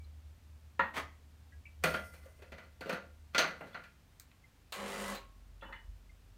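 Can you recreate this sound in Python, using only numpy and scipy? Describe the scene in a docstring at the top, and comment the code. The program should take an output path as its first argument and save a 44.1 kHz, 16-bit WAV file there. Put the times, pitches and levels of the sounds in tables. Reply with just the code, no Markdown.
"""A small hard room with an espresso machine, a low drone behind it all.
A china cup knocks down on a wooden bench. A steel portafilter scrapes off a grinder, clanks
into the group head and grinds tight, its thin basket ringing. A valve snaps open, a vibrating
pump buzzes and pushes hissing water for about half a second, and the cup clinks as it is
picked up again, just before one soft, deep thud."""
import sys
import numpy as np
from scipy import signal
from scipy.fft import rfft, irfft
from scipy.io import wavfile

SR = 44100
rng = np.random.default_rng(int(sys.argv[2]) if len(sys.argv) > 2 else 0)


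def transcribe(signal):
    """Save signal, clipped to [-1, 1], as a 16-bit WAV file at the path in sys.argv[1]."""
    frames = np.atleast_2d(signal).T
    limited = np.clip(frames, -1, 1)
    pcm = np.round(limited * 32767).astype(np.int16)
    wavfile.write(sys.argv[1], SR, pcm)


N = 280917
TIME = np.arange(N) / SR


def amp(db):
    """Decibels to gain."""
    return 10 ** (np.asarray(db) / 20)


def rms(x):
    """Root mean square."""
    return np.sqrt(np.mean(x ** 2) + 1e-24)


def add(mix, s, sound):
    """Lays a sound into the mix at time s."""
    part = mix[max(round(s * SR), 0):][:len(sound)]
    part += sound[:len(part)]


def band(x, edges):
    """Band-pass between two edges in Hz."""
    return signal.sosfilt(signal.butter(4, edges, "bandpass", fs=SR, output="sos"), x)


def emphasis(hz, peaks):
    """Boost in dB at hz from resonances given as (centre [Hz], width [Hz], boost [dB])."""
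    return sum(boost / (1 + (2 * (hz - centre) / width) ** 2) for centre, width, boost in peaks)


def coloured(x, colour, peaks=()):
    """Shapes x with an EQ curve and resonances on top, at unit level."""
    hz = np.fft.rfftfreq(len(x), 1 / SR)
    curve_hz, curve_db = np.transpose(colour)
    eq_db = np.interp(np.log(hz + 1), np.log(curve_hz + 1), curve_db) + emphasis(hz, peaks)
    y = irfft(rfft(x) * amp(eq_db), len(x))
    return y / rms(y)


def gate(on, off, attack, release):
    """Envelope with a soft start, a hold and an exponential release, all in s."""
    fade_in = 1 - np.exp(-(np.maximum(TIME - on, 0) / attack) ** 2)
    return fade_in * np.exp(-np.maximum(TIME - off, 0) / release)


def wander(rate_hz):
    """Smooth random modulation of unit size."""
    rolloff = np.exp(-(np.fft.rfftfreq(N, 1 / SR) / rate_hz) ** 2)
    y = irfft(rfft(rng.standard_normal(N)) * rolloff, N)
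    return y / rms(y)


def grit(count, spread_db):
    """Grainy noise made of tiny contacts of uneven size."""
    y = rng.standard_normal(count) * amp(spread_db * np.clip(rng.standard_normal(count), -2, 2))
    return y / rms(y)


# bass, middle, treble and top bands: (low edge [Hz], high edge [Hz])
BANDS = [(110, 700), (700, 2500), (2500, 7000), (7000, 17000)]
# reverb decay in each band: (t60 [s])
ROOM_T60 = [0.35, 0.31, 0.29, 0.17]


def room(x, wet_db):
    """Adds the diffuse tail of the small room; the highs die first."""
    t = TIME[:SR // 2]
    tail = sum(band(rng.standard_normal(len(t)), edges) * amp(-60 * t / t60)
               for edges, t60 in zip(BANDS, ROOM_T60))
    wet = signal.fftconvolve(x, tail / np.linalg.norm(tail))[:N]
    return (x + amp(wet_db) * wet) / np.hypot(1, amp(wet_db))


def drone(fader, hz, throb_db, rough):
    """A far low tone that wavers unevenly while it rides a fader curve."""
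    throb = amp(throb_db * np.tanh(wander(6.8)))
    flutter = 1 + rough * (wander(19) + 1j * wander(20))  # in level and phase
    tone = (throb * flutter * np.exp(2j * np.pi * hz * TIME)).real
    fader_db = np.interp(TIME, *np.transpose(fader), left=-140, right=-140)
    return amp(fader_db) * tone / rms(tone)


# EQ of the room air and of the rumble: (frequency [Hz], relative level [dB])
AIR_EQ = [(30, -39), (53, -38), (90, -8.5), (114, -15.5), (180, -21.5), (210, -24), (244, -21),
          (330, -29.5), (2180, -36), (2710, -37), (9110, -44.5), (10400, -47), (15000, -46), (16000, -54)]
RUMBLE_EQ = [(25, -18), (36, -22), (43, -3), (52, -15.5), (68, 2), (83, -2.5), (95, -11), (125, -25),
             (250, -70)]
# drone faders; the high one sinks away, the low one swells late: (time [s], level [dB])
HIGH_DRONE_FADER = [(0, -49), (.7, -58), (1.3, -57), (1.9, -51), (2.6, -67), (3.25, -58.5), (3.9, -77.5),
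                    (6.37, -70)]
LOW_DRONE_FADER = [(0, -80), (1.2, -78), (1.9, -65), (2.6, -73.5), (4.7, -71), (5.0, -59.5), (5.7, -55),
                   (6.37, -62.5)]


def background():
    """The bed: room air and an uneven rumble that beats against two drones."""
    air = amp(-66) * coloured(rng.standard_normal(N), AIR_EQ)
    rumble = amp(-66 + 1.6 * wander(5)) * coloured(rng.standard_normal(N), RUMBLE_EQ)
    high = drone(HIGH_DRONE_FADER, hz=75.7, throb_db=1.5, rough=0.29)
    low = drone(LOW_DRONE_FADER, hz=45.7, throb_db=0.0, rough=0.15)
    return air + rumble + high + low


def thud(peak_s=5.9, width_s=0.045, hz=46.7):
    """A soft, deep thud, perhaps a foot shifting on the floor."""
    swell = 1 / (1 + ((TIME - peak_s) / width_s) ** 2)
    rumble = amp(-7) * coloured(rng.standard_normal(N), RUMBLE_EQ)
    return amp(-43.5) * swell * (np.sin(2 * np.pi * hz * TIME) + rumble)


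def ring(modes, t, scatter_db=2):
    """Dying modes; each hit excites them a little differently."""
    return sum(amp(db + scatter_db * rng.standard_normal() - 60 * t / t60)
               * np.sin(2 * np.pi * (hz * t + rng.random())) for hz, db, t60 in modes)


# light touches of china and small metal parts: (time [s], pitch [Hz], level [dB], t60 [s])
TINKS = [(0.0, 2290, -74, 0.44), (0.042, 4100, -60.5, 0.07), (1.522, 1650, -60, 0.16),
         (1.522, 1940, -59.5, 0.088), (1.654, 2320, -47, 0.16), (1.655, 2550, -66, 0.3),
         (2.259, 530, -46.5, 0.099), (3.732, 3440, -58, 0.071), (4.315, 2600, -60, 0.051),
         (4.438, 2080, -63, 0.14), (5.149, 4050, -41.5, 0.13), (5.611, 3396, -54, 0.17),
         (5.609, 2690, -54.5, 0.35), (5.649, 2960, -60, 0.22), (5.731, 2950, -59, 0.38),
         (5.726, 2055, -46, 0.24), (6.092, 2100, -60.5, 0.1)]


def tinks():
    """Each light touch rings one mode, with a little scuff that the room keeps briefly."""
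    out, t = np.zeros(N), TIME[:SR // 2]
    for s, hz, db, t60 in TINKS:
        scuff = band(rng.standard_normal(len(t)), (0.87 * hz, 1.185 * hz))
        scuff = amp(db - 11 - 60 * t / min(t60, 0.18)) * scuff / rms(scuff)
        tone = ring([(hz, db, t60)], t, scatter_db=3.5) * (1 + 0.44 * wander(70)[:len(t)])
        attack = 1 - np.exp(-t / 0.0019)
        add(out, s, (tone + scuff) * attack)
    return out


# how long a struck body takes to speak in each band: (added rise [s])
BUILD_UP = [0.00022, 0.0023, 0.00028, 0.00034]


def impact(hit, colour, modes, modes_db, spot_db, crack_db, crack_t60):
    """One hit: a short crack, the object's modes, and dense clatter dying with the room."""
    rise, knock_hz, clink_hz, *levels_db = hit
    t = TIME[:SR]
    # the struck spot favours two regions, a knock and a clink
    spot = [(knock_hz, 170, spot_db), (clink_hz, 0.089 * clink_hz, spot_db + 1.0)]
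    clatter = coloured(grit(len(t), 4.7), colour, spot)
    excited = [(hz, db + 0.82 * emphasis(hz, spot), t60) for hz, db, t60 in modes]
    tone = amp(modes_db) * ring(excited, t, scatter_db=3.5)
    crack = amp(crack_db - 60 * t / crack_t60)
    out = np.zeros(len(t))
    for edges, db, t60, lag in zip(BANDS, levels_db, ROOM_T60, BUILD_UP):
        attack = 1 - np.exp(-t / (rise + lag))  # soft touches and heavy panels build up slowly
        decay = crack + amp(-60 * t / t60)
        part = band(attack * (clatter * decay + tone), edges)
        out += amp(db) * part / rms(part[:SR // 40])  # the first 25 ms set the level
    return out


# switch and valve clicks: (time [s], rise [s], knock [Hz], clink [Hz],
# bass [dB], middle [dB], treble [dB], top [dB], relative snap [dB])
SWITCH_CLICKS = [(4.198, 0.000045, 1570, 6650, -101, -69, -77, -56.5, 16),
                 (4.314, 0.0011, 450, 2510, -95, -73, -76, -91, 27),
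                 (4.722, 0.00055, 1150, 4230, -50, -51.5, -47, -50.5, 3),
                 (5.146, 0.00064, 1300, 4000, -55, -55, -56.5, -55, -11)]
# EQ of the clicks: (frequency [Hz], relative level [dB])
VALVE_EQ = [(120, -39), (550, -11.5), (1300, 21), (3300, 17), (4300, 15.5), (5200, -3.5), (8800, -15.5),
            (10400, -25), (12000, -15.5), (16000, -19)]
# ring of the valve: (pitch [Hz], relative level [dB], t60 [s])
VALVE_MODES = [(1090, -2, 0.63), (1350, -3, 0.66), (4020, -10, 0.21), (4140, -14, .22), (4750, -21, .18)]


def switches():
    """Switches and the valve make small, crisp snaps inside the machine."""
    out = np.zeros(N)
    for s, *hit, snap_db in SWITCH_CLICKS:
        add(out, s, impact(hit, VALVE_EQ, VALVE_MODES,
                           modes_db=-13.0, spot_db=0.5, crack_db=snap_db, crack_t60=0.0081))
    return out


# EQ of the rushing water: (frequency [Hz], relative level [dB])
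WATER_EQ = [(71, -47), (120, -55), (192, -12.5), (231, -18), (321, -19), (385, -11.5), (427, -12.5),
            (546, -8), (670, -15), (1340, -14), (1830, -18), (1980, -21), (2200, -19.5), (8480, -11.5),
            (16000, -24)]
# resonances of the casing: (centre [Hz], width [Hz], boost [dB])
CASING_PEAKS = [(196.8, 15.6, 14), (540, 59, 2), (1266, 24, 3.5), (1998, 54, 12)]
# pump harmonics that the casing sings with: (harmonic [number], relative level [dB])
PUMP_HARMONICS = [(3, -15), (4, -4), (8, -8), (10, -22), (11, -0.5), (20, -15), (22, -11.5), (26, -26),
                  (40, -34)]


def pump(mains_hz=50, on_s=4.722, off_s=5.135, release_s=0.021):
    """A piston strokes once each mains cycle: it shakes the casing and drives spurts of water."""
    cycles = mains_hz * TIME
    push = np.exp(-(cycles % 1) / 0.18)
    recoil = 0.4 * np.exp(-((cycles + 0.5) % 1) / 0.15)
    rush = coloured(grit(N, 3.5) * (0.65 + push + recoil), WATER_EQ, CASING_PEAKS)
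    knocking, hiss = band(rush, (110, 2800)), band(rush, (2800, 17000))
    hum = sum(amp(db + 5.3 * wander(1.95)) * np.sqrt(2) * np.sin(2 * np.pi * (k * cycles + rng.random()))
              for k, db in PUMP_HARMONICS)
    # the knocking builds with the pressure; the hiss starts as soon as the valve opens
    pressure = amp(-41) * gate(on_s, off_s, attack=0.047, release=release_s)
    flow = amp(-55 + 2.0 * wander(9.3)) * gate(on_s, off_s, attack=0.008, release=release_s)
    water = amp(-3.0) * pressure * knocking / rms(knocking) + flow * hiss / rms(hiss)
    return room(water, wet_db=-5.0) + amp(-8.5) * pressure * hum


# cup down, then up, before the trim: (time [s], rise [s], knock [Hz], clink [Hz],
# bass [dB], middle [dB], treble [dB], top [dB])
CUP_HITS = [(0.7933, 0.00008, 1000, 2740, -38, -28.5, -40, -70),
            (5.62, 0.0056, 1370, 3380, -54, -54, -61, -85), (5.684, 0.0087, 910, 2980, -58, -60, -85, -90),
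            (5.724, 0.0012, 1850, 2930, -80, -54.5, -55, -80)]
# EQ of china on wood: (frequency [Hz], relative level [dB])
CUP_EQ = [(70, -28), (120, -12), (220, -4.5), (400, -12), (530, -7.5), (700, -10.5), (900, 2), (1140, 2),
          (1350, 1.5), (1800, 3), (2300, -15.5), (3400, -30.5), (4300, -30.5), (5100, -52), (6800, -46.5),
          (8000, -53), (16000, -50)]
# ring of the cup: (pitch [Hz], relative level [dB], t60 [s])
CUP_MODES = [(544, -6, 0.2), (846, -20, 0.17), (900, -3.5, 0.36), (970, -2, 0.26), (1262, 11, 0.059),
             (1370, -28, .22), (1390, 9, 0.11), (1470, -26, 0.12), (1610, -7.5, 0.2), (1750, -6, 0.34),
             (1810, -8, 0.16), (1876, 0.5, 0.3), (2720, -43, 0.27), (3460, -26, 0.27), (14500, -40, .5)]


def cup(trim_db=0.4):
    """Thick china meets the wooden bench: dull and short."""
    out = np.zeros(N)
    for s, *hit in CUP_HITS:
        add(out, s, impact(hit, CUP_EQ, CUP_MODES,
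                           modes_db=-7, spot_db=3, crack_db=-2.0, crack_t60=0.039))
    return amp(trim_db) * out


# EQ of the scrape: (frequency [Hz], relative level [dB])
SLIDE_EQ = [(71, -53), (120, -16.5), (251, -6), (289, -8), (473, -12), (643, -10.5), (822, -6),
            (1090, -2.5), (1520, -14), (2020, -6), (2810, -17), (3240, -16.5), (4980, -26.5), (5630, -26.5),
            (16000, -37.5)]


def slide(start_s=0.935, peak_s=0.98, rise_db_per_s=380, fall_db_per_s=402):
    """The portafilter scrapes off its rest, metal on metal: it speeds up, then lifts clear."""
    rubbing = coloured(grit(N, 6.1) * amp(1.1 * wander(210)), SLIDE_EQ)
    from_peak = TIME - peak_s
    stroke = amp(-33 + np.minimum(rise_db_per_s * from_peak, -fall_db_per_s * from_peak))
    fade_in = np.clip((TIME - start_s) / 0.0073, 0, 1)
    return room(rubbing * stroke * fade_in, wet_db=-7.0)


# contour of the basket's high modes: (frequency [Hz], relative level [dB])
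SHIMMER_EQ = [(4500, -4), (6300, -2.5), (7500, -8), (9000, 1.5), (9800, -3), (10400, -7), (11200, -2.5),
              (13300, -3), (15500, -5)]


def shimmer(count=110, t60=1.25):
    """The sheen of the thin steel basket: many close, beating modes."""
    t = TIME[:3 * SR // 2]
    pitches = rng.uniform(SHIMMER_EQ[0][0], SHIMMER_EQ[-1][0], count)
    modes = [(hz, np.interp(hz, *np.transpose(SHIMMER_EQ)), t60) for hz in pitches]
    sway = 1 + 0.27 * wander(25)[:len(t)]  # the ring swells and fades as the hand moves
    return ring(modes, t) * sway / np.sqrt(count)


# clanks on the group head: (time [s], rise [s], knock [Hz], clink [Hz],
# bass [dB], middle [dB], treble [dB], top [dB], relative free ring [dB])
STEEL_HITS = [(1.837, 0.00059, 1340, 2480, -34, -31, -38, -43.5, 5),
              (1.939, 0.0009, 1450, 3230, -43.5, -35, -49, -64, -14),
              (2.134, 0.0042, 1390, 2360, -64, -62, -68, -70, -4),
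              (2.255, 0.003, 517, 6830, -63, -68.5, -81, -74, -6),
              (2.39, 0.002, 480, 2600, -66, -72, -82, -87, -18),
              (2.419, 0.0026, 520, 2620, -57.5, -62.0, -67.5, -77, -22),
              (2.519, 0.001, 2000, 2550, -54.5, -55, -61.5, -77, -10),
              (2.581, 0.001, 1970, 2350, -65, -55.5, -65.5, -80, -1),
              (2.808, 0.0007, 1560, 4560, -50.5, -49.5, -57, -66.5, -15),
              (2.857, 0.004, 440, 2750, -45.5, -57, -62, -74, -7),
              (2.893, 0.0014, 1400, 2740, -40.5, -40.5, -49, -59.5, -25.5),
              (2.926, 0.001, 1590, 4200, -43.5, -44.5, -56, -62.5, -11.5),
              (3.3464, 0.0011, 1410, 2400, -44.5, -32.5, -41, -60.5, -23),
              (3.38, 0.00018, 1460, 6000, -38, -31.5, -31, -48.5, -13.5),
              (3.39, 0.001, 1450, 4140, -38, -31.5, -36, -47.5, -29),
              (3.441, 0.0013, 2020, 4430, -48, -37, -62, -80, -20),
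              (3.607, 0.0023, 785, 2750, -50.5, -50.5, -77, -76, -5.0),
              (3.744, 0.0022, 1440, 4150, -61, -44.5, -60, -91, -2),
              (3.773, 0.0016, 1370, 2620, -60, -75, -85, -92, -2),
              (3.836, 0.0023, 1750, 2460, -94, -60, -65.0, -78, -6)]
# EQ of steel on steel: (frequency [Hz], relative level [dB])
STEEL_EQ = [(100, -24.5), (160, 3), (230, 6.5), (280, -3.5), (330, 2.5), (540, 6.5), (850, -1.5),
            (1450, 6.5), (2300, 0.5), (3700, -4), (4450, -1.5), (5050, -11), (6100, -12), (7500, -16.5),
            (9500, -14), (10500, -22), (12000, -14), (16000, -22.5)]
# ring of the body and of the free-hanging basket: (pitch [Hz], relative level [dB], free t60 [s])
STEEL_MODES = [(162, -8, .5), (196, -14, .55), (280, -12, .45), (505, -8, .45), (550, -7, .45),
               (632, -9, .4), (700, -11, .4), (925, -13, .35), (1189, -9, .4), (1400, -1.5, .46),
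               (1443, -9, .38), (1493, -6, .28), (1990, -10, .45), (2008, -7, .36), (2051, -11, .33),
               (2413, -11, .3), (2536, -16, .3), (3021, -12, .25), (3235, -17, .3), (4176, -14, .27),
               (4344, -13, .25), (4450, -17, .3), (5950, -20, .33), (6324, -18, .28)]
BASKET_MODES = [(1403, 10, 0.33), (2027, -0.5, 2.1), (2013, -5, 1.2), (2050, -5.5, 2.6)]
# damping of the body as it is twisted tight: (time [s], share of t60 left [ratio])
GRIP = [(1.8, 0.88), (2.4, 0.95), (3.7, 0.8)]


def portafilter():
    """Steel lugs clank into the group head; the basket rings on, and clamping damps the body."""
    out, basket, sheen = np.zeros(N), np.zeros(N), shimmer()
    for s, *hit, free_db in STEEL_HITS:
        middle_db, _, top_db = hit[-3:]
        t60_share = np.interp(s, *np.transpose(GRIP))
        damped = [(hz, db, t60 * t60_share) for hz, db, t60 in STEEL_MODES]
        add(out, s, impact(hit, STEEL_EQ, damped,
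                           modes_db=-7.5, spot_db=6.5, crack_db=6.0, crack_t60=0.031))
        add(basket, s, amp(middle_db + free_db - 33.5) * ring(BASKET_MODES, TIME[:2 * SR]))
        add(out, s, amp(top_db + free_db - 10.5) * sheen)  # hard, bright hits wake the high modes
    return out + basket * amp(2.5 * wander(25))  # the ring wavers in the moving hand


# twists of the portafilter's handle: (start [s], length [s], end level [dB])
TWISTS = [(1.821, 0.09, -45.5), (2.2, 0.038, -65), (2.535, .1, -67), (2.808, 0.14, -52.5),
          (3.327, 0.18, -50), (3.55, 0.21, -61)]


def twists(build_db=5):
    """The lugs catch and slip along their groove; friction grows as they wedge in, then lets go."""
    grind = grit(N, 26) * amp(2.8 * wander(70))
    body = [(hz, 90, 6.5 + db / 3) for hz, db, _ in STEEL_MODES]  # the same modes colour the rubbing
    friction = np.zeros(N)
    for s, length, db in TWISTS:
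        to_go = np.clip(1 - (TIME - s) / length, 0, 1)
        friction += amp(db - build_db * to_go) * gate(s, s + length, attack=0.0065, release=0.013)
    return room(coloured(grind, STEEL_EQ, body) * friction, wet_db=2.5)


def scene():
    """The mono mix: everything at the bench, over the bed."""
    foley = cup() + portafilter() + twists() + switches() + tinks() + slide()
    return (foley + pump() + thud() + background())[None]


def record(dry):
    """A steep low-pass takes off the very top."""
    lowpass = signal.firwin(511, cutoff=15950, window=("kaiser", 9), fs=SR)
    return signal.oaconvolve(dry, lowpass[None], "same")


dry = scene()
out = record(dry)
transcribe(out)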